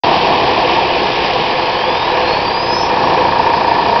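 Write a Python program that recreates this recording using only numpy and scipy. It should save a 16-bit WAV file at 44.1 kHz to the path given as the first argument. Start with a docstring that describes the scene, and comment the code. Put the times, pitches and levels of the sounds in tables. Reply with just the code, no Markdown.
"""A concrete mixer truck's six-cylinder diesel runs down from a high rev into a knocking idle.
Each firing thumps the exhaust and rings the block, with injectors and valves ticking just ahead.
Behind it the gears and drum grind, the fan's roar eases and the turbocharger spins down.
Coarse sampling folds the turbo's falling whistle over, so it is heard rising for about three seconds."""
import sys
import numpy as np
from scipy import signal
from scipy.fft import rfft, irfft, next_fast_len
from scipy.io import wavfile
from scipy.ndimage import map_coordinates

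SR = 44100
rng = np.random.default_rng(int(sys.argv[2]) if len(sys.argv) > 2 else 0)


def pcm_store(signal):
    """Save signal as 16-bit PCM."""
    levels = np.round(np.clip(np.atleast_2d(signal), -1, 1) * 32767)
    wavfile.write(sys.argv[1], SR, levels.astype(np.int16).T)


N = 176400


def amp(db):
    """Decibels to gain."""
    return 10 ** (np.asarray(db) / 20)


def unit(x):
    """Scale to rms 1."""
    return x / np.sqrt(np.mean(x ** 2) + 1e-20)


def curves(rows):
    """One automation curve for each column after the time."""
    seconds, *columns = np.transpose(rows)
    return [np.interp(np.arange(N) / SR, seconds, column) for column in columns]


def wobble(rate):
    """A smooth random curve, rate knots a second."""
    return map_coordinates(rng.standard_normal(2000), [np.arange(N) * rate / SR + 2], mode="wrap")


def filtered(x, response):
    """Apply a complex frequency response."""
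    size = next_fast_len(N + SR // 2)
    return irfft(rfft(x, size) * response(np.fft.rfftfreq(size, 1 / SR)), size)[:N]


def equalised(x, eq):
    """Apply an EQ drawn through (Hz, dB) points on a log axis."""
    hz, db = np.transpose(eq)
    return filtered(x, lambda f: amp(np.interp(np.log(f + 1), np.log(hz + 1), db)))


def noise(eq):
    """Noise at rms 1, coloured by an EQ."""
    return unit(equalised(rng.standard_normal(N), eq))


def ringing(x, modes):
    """Ring a bank of resonances of alternating polarity."""
    return filtered(x, lambda f: sum(
        (-1) ** k * amp(db) * 1j * f * width / (hz * hz - f * f + 1j * f * width)
        for k, (hz, width, db) in enumerate(modes)))


def bursts(pulses, attack_s, decay_s):
    """A short swell and decay after every pulse."""
    t = np.arange(SR // 8) / SR
    envelope = (1 - np.exp(-t / attack_s)) * np.exp(-t / decay_s)
    return signal.fftconvolve(pulses, envelope)[:N]


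# Sub-bass of the chassis. Each row: frequency in Hz, gain in dB.
RUMBLE_EQ = [(5, -0.5), (15, -2), (28, -1), (45, -14), (90, -38.5)]

def chassis_rumble():
    """The chassis shudders, faint and deep."""
    return amp(-46.5) * noise(RUMBLE_EQ)


# Tone of the air bed and of the fan's roar. Each row: frequency in Hz, gain in dB.
AIR_EQ = [(15, -11), (40, 3.5), (150, 4.5), (350, 4.5), (1000, -0.5), (1400, 2), (2100, -11.5),
          (3200, -5.5), (4200, -2.5), (5100, -0.5), (6000, -29), (8000, -33)]
ROAR_EQ = [(20, -29), (60, -20), (130, -5.5), (260, -6), (400, 1), (500, -3), (575, -6.5), (680, 4.5),
           (980, 0.5), (1130, -1.5), (1260, -14.5), (1450, -19), (1800, -11.5), (2100, -20), (2500, -11.5),
           (3100, -15), (3800, -18.5), (5000, -20.5), (6000, -27.5), (8000, -45.5)]
# Fader for the roar. Each row: time in seconds, level in dB.
ROAR_LEVEL = [(0, -9), (.2, -14.5), (.7, -14), (.85, -18), (1.3, -19), (1.7, -23), (2.2, -20.5), (2.7, -22),
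              (3.1, -15), (3.5, -18), (4, -16)]

def fan_roar():
    """Turbulent air from the fan and intake, over a steady rush."""
    level_db, = curves(ROAR_LEVEL)
    roar = amp(level_db + 0.77 * wobble(24.99) + 0.88 * wobble(130)) * noise(ROAR_EQ)
    rush = amp(-27.5 + 1.1 * wobble(20)) * noise(AIR_EQ)
    return roar + rush


# Tone of the blade rasp. Each row: frequency in Hz, gain in dB.
RASP_EQ = [(900, -35.5), (1550, -13), (1900, -3), (2500, 3), (3000, 2.5), (3500, -2.5), (4200, -10),
           (5000, -10), (6000, -12), (8000, -39.5)]
# Fader for the rasp. Each row: time in seconds, level in dB.
RASP_LEVEL = [(0, -24.5), (.7, -24), (1.3, -23), (1.8, -27), (2.3, -25.5), (2.8, -35), (4, -42.5)]

def fan_rasp():
    """Coarse hiss from the fan blades, faded down towards idle."""
    level_db, = curves(RASP_LEVEL)
    grain_db = .8 * wobble(20) + 1.2 * wobble(260)
    return amp(level_db + grain_db) * noise(RASP_EQ)


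# Ring of the housings. Each row: pitch in Hz, bandwidth in Hz, gain in dB.
HOUSING_MODES = [(348.1, 9.7, -2.5), (412.6, 41, -13), (505.3, 21.6, 2.5), (673, 55, -10), (780, 53, -4),
                 (928.5, 60, -1.5), (1715, 112, -13.5), (2435, 176, -14)]
# Fader for the grind. Each row: time in seconds, level in dB.
GRIND_LEVEL = [(0, -24.5), (.5, -17.5), (1.25, -19.5), (1.45, -19), (1.9, -18.5), (2.25, -16.5), (2.7, -21),
               (3.05, -17.5), (3.5, -20), (4, -19.5)]

def gear_grind():
    """Gears and the turning drum grind unevenly into the housings."""
    level_db, = curves(GRIND_LEVEL)
    return amp(level_db + 1.2 * wobble(14)) * unit(ringing(rng.standard_normal(N), HOUSING_MODES))


# Glide of the blade tone. Each row: time in seconds, pitch in Hz before folding, level in dB.
TURBO_GLIDE = [(0, 10900, -45), (1.3, 9150, -39), (1.7, 8190, -39), (1.745, 8070, -27.5), (1.88, 7640, -27),
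               (2.11, 7120, -30), (2.2, 6930, -40), (2.3, 6725, -26), (2.41, 6560, -31),
               (2.49, 6345, -22.5), (2.63, 6053, -24), (2.73, 5935, -20.5), (2.86, 5730, -22),
               (2.9, 5650, -40), (3.08, 5524, -33.5), (3.3, 5290, -43.5), (3.6, 5040, -34), (4, 4790, -37)]
# Fader for the turbo's lower tone. Each row: time in seconds, level in dB.
UNDERTONE_LEVEL = [(0, -59), (1.25, -35.5), (1.55, -40), (1.76, -31.5), (2.05, -36), (2.4, -46), (3, -63)]

def turbo_whistle(undertone_ratio=.82, flutter_hz=24, flutter_db=2.3):
    """The turbocharger spins down; its two tones flutter in the moving air."""
    blade_hz, blade_db = curves(TURBO_GLIDE)
    under_db, = curves(UNDERTONE_LEVEL)
    phase = 2 * np.pi * np.cumsum(blade_hz + flutter_hz * wobble(120)) / SR
    blade = amp(blade_db + flutter_db * wobble(60)) * np.sin(phase)
    under_gain = amp(under_db + flutter_db * wobble(20))
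    return blade + under_gain * np.sin(undertone_ratio * phase + 1.2 * wobble(180))


# The engine's run-down. Each row: time in seconds, firings per second.
FIRING_RATE = [(0, 88), (.2, 84), (.55, 71.5), (.9, 63), (1.3, 53.5), (1.6, 48), (2, 41.3), (2.3, 36.5),
               (2.6, 32), (2.8, 29.3), (3.1, 28.4), (3.35, 27.9), (3.6, 28.1), (4, 28.6)]
# The engine's lope. Each entry: one cylinder's accent in dB.
CYLINDER_DB = [1, -.5, .5, -1, .7, 0]

def firings(scatter_db, lead_s=0, jitter_s=.0003):
    """One impulse per firing, sized by its cylinder and by chance."""
    rate, = curves(FIRING_RATE)
    count = np.cumsum(rate) / SR
    count -= np.interp(3.533 - lead_s, np.arange(N) / SR, count)  # pin the beat to one idle firing
    onsets = np.flatnonzero(np.diff(np.floor(count)))
    cylinder = np.round(count[onsets]).astype(int) % len(CYLINDER_DB)
    strength, lateness = rng.standard_normal((SR, 2))[:len(onsets)].T
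    onsets = np.clip(onsets + np.round(jitter_s * SR * lateness).astype(int), 0, N - 1)
    return np.bincount(onsets, amp(np.take(CYLINDER_DB, cylinder) + scatter_db * strength), N)


def levelled_firings(scatter_db, idle_hz=28.2):
    """Firings trimmed so that a fast run carries the same power as idle."""
    rate, = curves(FIRING_RATE)
    return firings(scatter_db) * np.sqrt(idle_hz / rate)


# Bright tone of the ticks. Each row: frequency in Hz, gain in dB.
CLATTER_EQ = [(300, -25), (1300, -13), (1800, -6.5), (2100, -2), (2600, 2), (4000, -1), (5200, -2.5),
              (8000, -28)]

def valve_clatter():
    """Injectors and valves tick just ahead of each firing."""
    ticks = bursts(firings(scatter_db=1.3, lead_s=.0053), attack_s=.00084, decay_s=.0083)
    return amp(-31.5) * unit(ticks * noise(CLATTER_EQ))


# Dark tone of the pipe. Each row: frequency in Hz, gain in dB.
EXHAUST_EQ = [(15, -18.5), (30, -10.5), (55, -3.5), (85, 0.5), (115, -5.5), (170, -1), (225, -5.5),
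              (280, -6), (400, 4.5), (600, -6.5), (1200, -46), (4000, -75)]
# Fader for the thump. Each row: time in seconds, level in dB.
EXHAUST_LEVEL = [(0, -30.5), (.5, -31), (1, -26), (1.6, -32.5), (2.4, -26.5), (2.8, -29.5), (3.2, -26),
                 (4, -31.5)]

def exhaust_thump(smear_s=.0046):
    """The pipe smears the firing pulses into low harmonics."""
    t = np.arange(SR // 10) / SR
    smear = rng.standard_normal(len(t)) * np.exp(-t / smear_s)
    smear_phase = np.angle(rfft(smear, 2 * len(t)))
    pipe = irfft(np.exp(1j * smear_phase))[:len(t)]  # phase only: the EQ sets the tone
    puffs = signal.fftconvolve(levelled_firings(scatter_db=.6), pipe)[:N]
    level_db, = curves(EXHAUST_LEVEL)
    return amp(level_db) * unit(equalised(puffs, EXHAUST_EQ))


# The block's rattle and its main ring. Each row: pitch in Hz, bandwidth in Hz, gain in dB.
RATTLE_MODES = [(676, 57, -9), (854, 47, -4.5), (966, 48, -1), (1096, 90, -5.5), (1727, 150, -13),
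                (2460, 130, -18), (3270, 120, -22), (4860, 190, -26)]
BLOW_MODE = [(931, 85, 0)]
# Faders for the rattle and the blow, which hardens as the fuel returns at idle.
# Each row: time in seconds, level in dB.
RATTLE_LEVEL = [(0, -29.5), (.7, -31.5), (1.4, -23.5), (2.1, -19), (2.7, -22.5), (3.05, -19.5), (3.5, -17),
                (4, -19.5)]
BLOW_LEVEL = [(0, -22), (1.4, -33), (2.2, -35.5), (2.8, -23.5), (3.1, -19.5), (3.5, -17.5), (4, -17.5)]

def diesel_knock():
    """Each combustion blow rings the block's main mode and sets off a brief rattle."""
    rattle_db, = curves(RATTLE_LEVEL)
    blow_db, = curves(BLOW_LEVEL)
    pulses = levelled_firings(scatter_db=.7)
    shake = bursts(pulses, attack_s=.0014, decay_s=.013) * rng.standard_normal(N)
    rattle = ringing(shake, RATTLE_MODES)
    blow = pulses
    for _ in range(3):  # repeated passes round off the attack
        blow = ringing(blow, BLOW_MODE)
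    return amp(rattle_db) * unit(rattle) + amp(blow_db) * unit(blow)


def scene():
    """The whole truck in mono."""
    engine = exhaust_thump() + diesel_knock() + valve_clatter()
    return (engine + gear_grind() + fan_roar() + fan_rasp() + turbo_whistle() + chassis_rumble())[None]


# Treble roll-off on the mix. Each row: frequency in Hz, gain in dB.
MASTER_EQ = [(10, 0), (4900, 0.5), (5300, -3.5), (5512, -5), (5750, -12), (6000, -24), (6300, -43.5)]

def record(dry):
    """Soft clipping rounds the peaks; keeping every fourth sample folds tones above 5.5 kHz down."""
    ceiling, step, silence_s, cutoff_hz = .78, 4, .036, 6400
    rounded = dry[0] / (1 + np.abs(dry[0] / ceiling) ** 6) ** (1 / 6)
    n = np.arange(N)
    folded = rounded * step * (n % step == 0)
    gated = folded * (n > silence_s * SR)
    return filtered(equalised(gated, MASTER_EQ), lambda hz: hz < cutoff_hz)[None]


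dry = scene()
out = record(dry)
pcm_store(out)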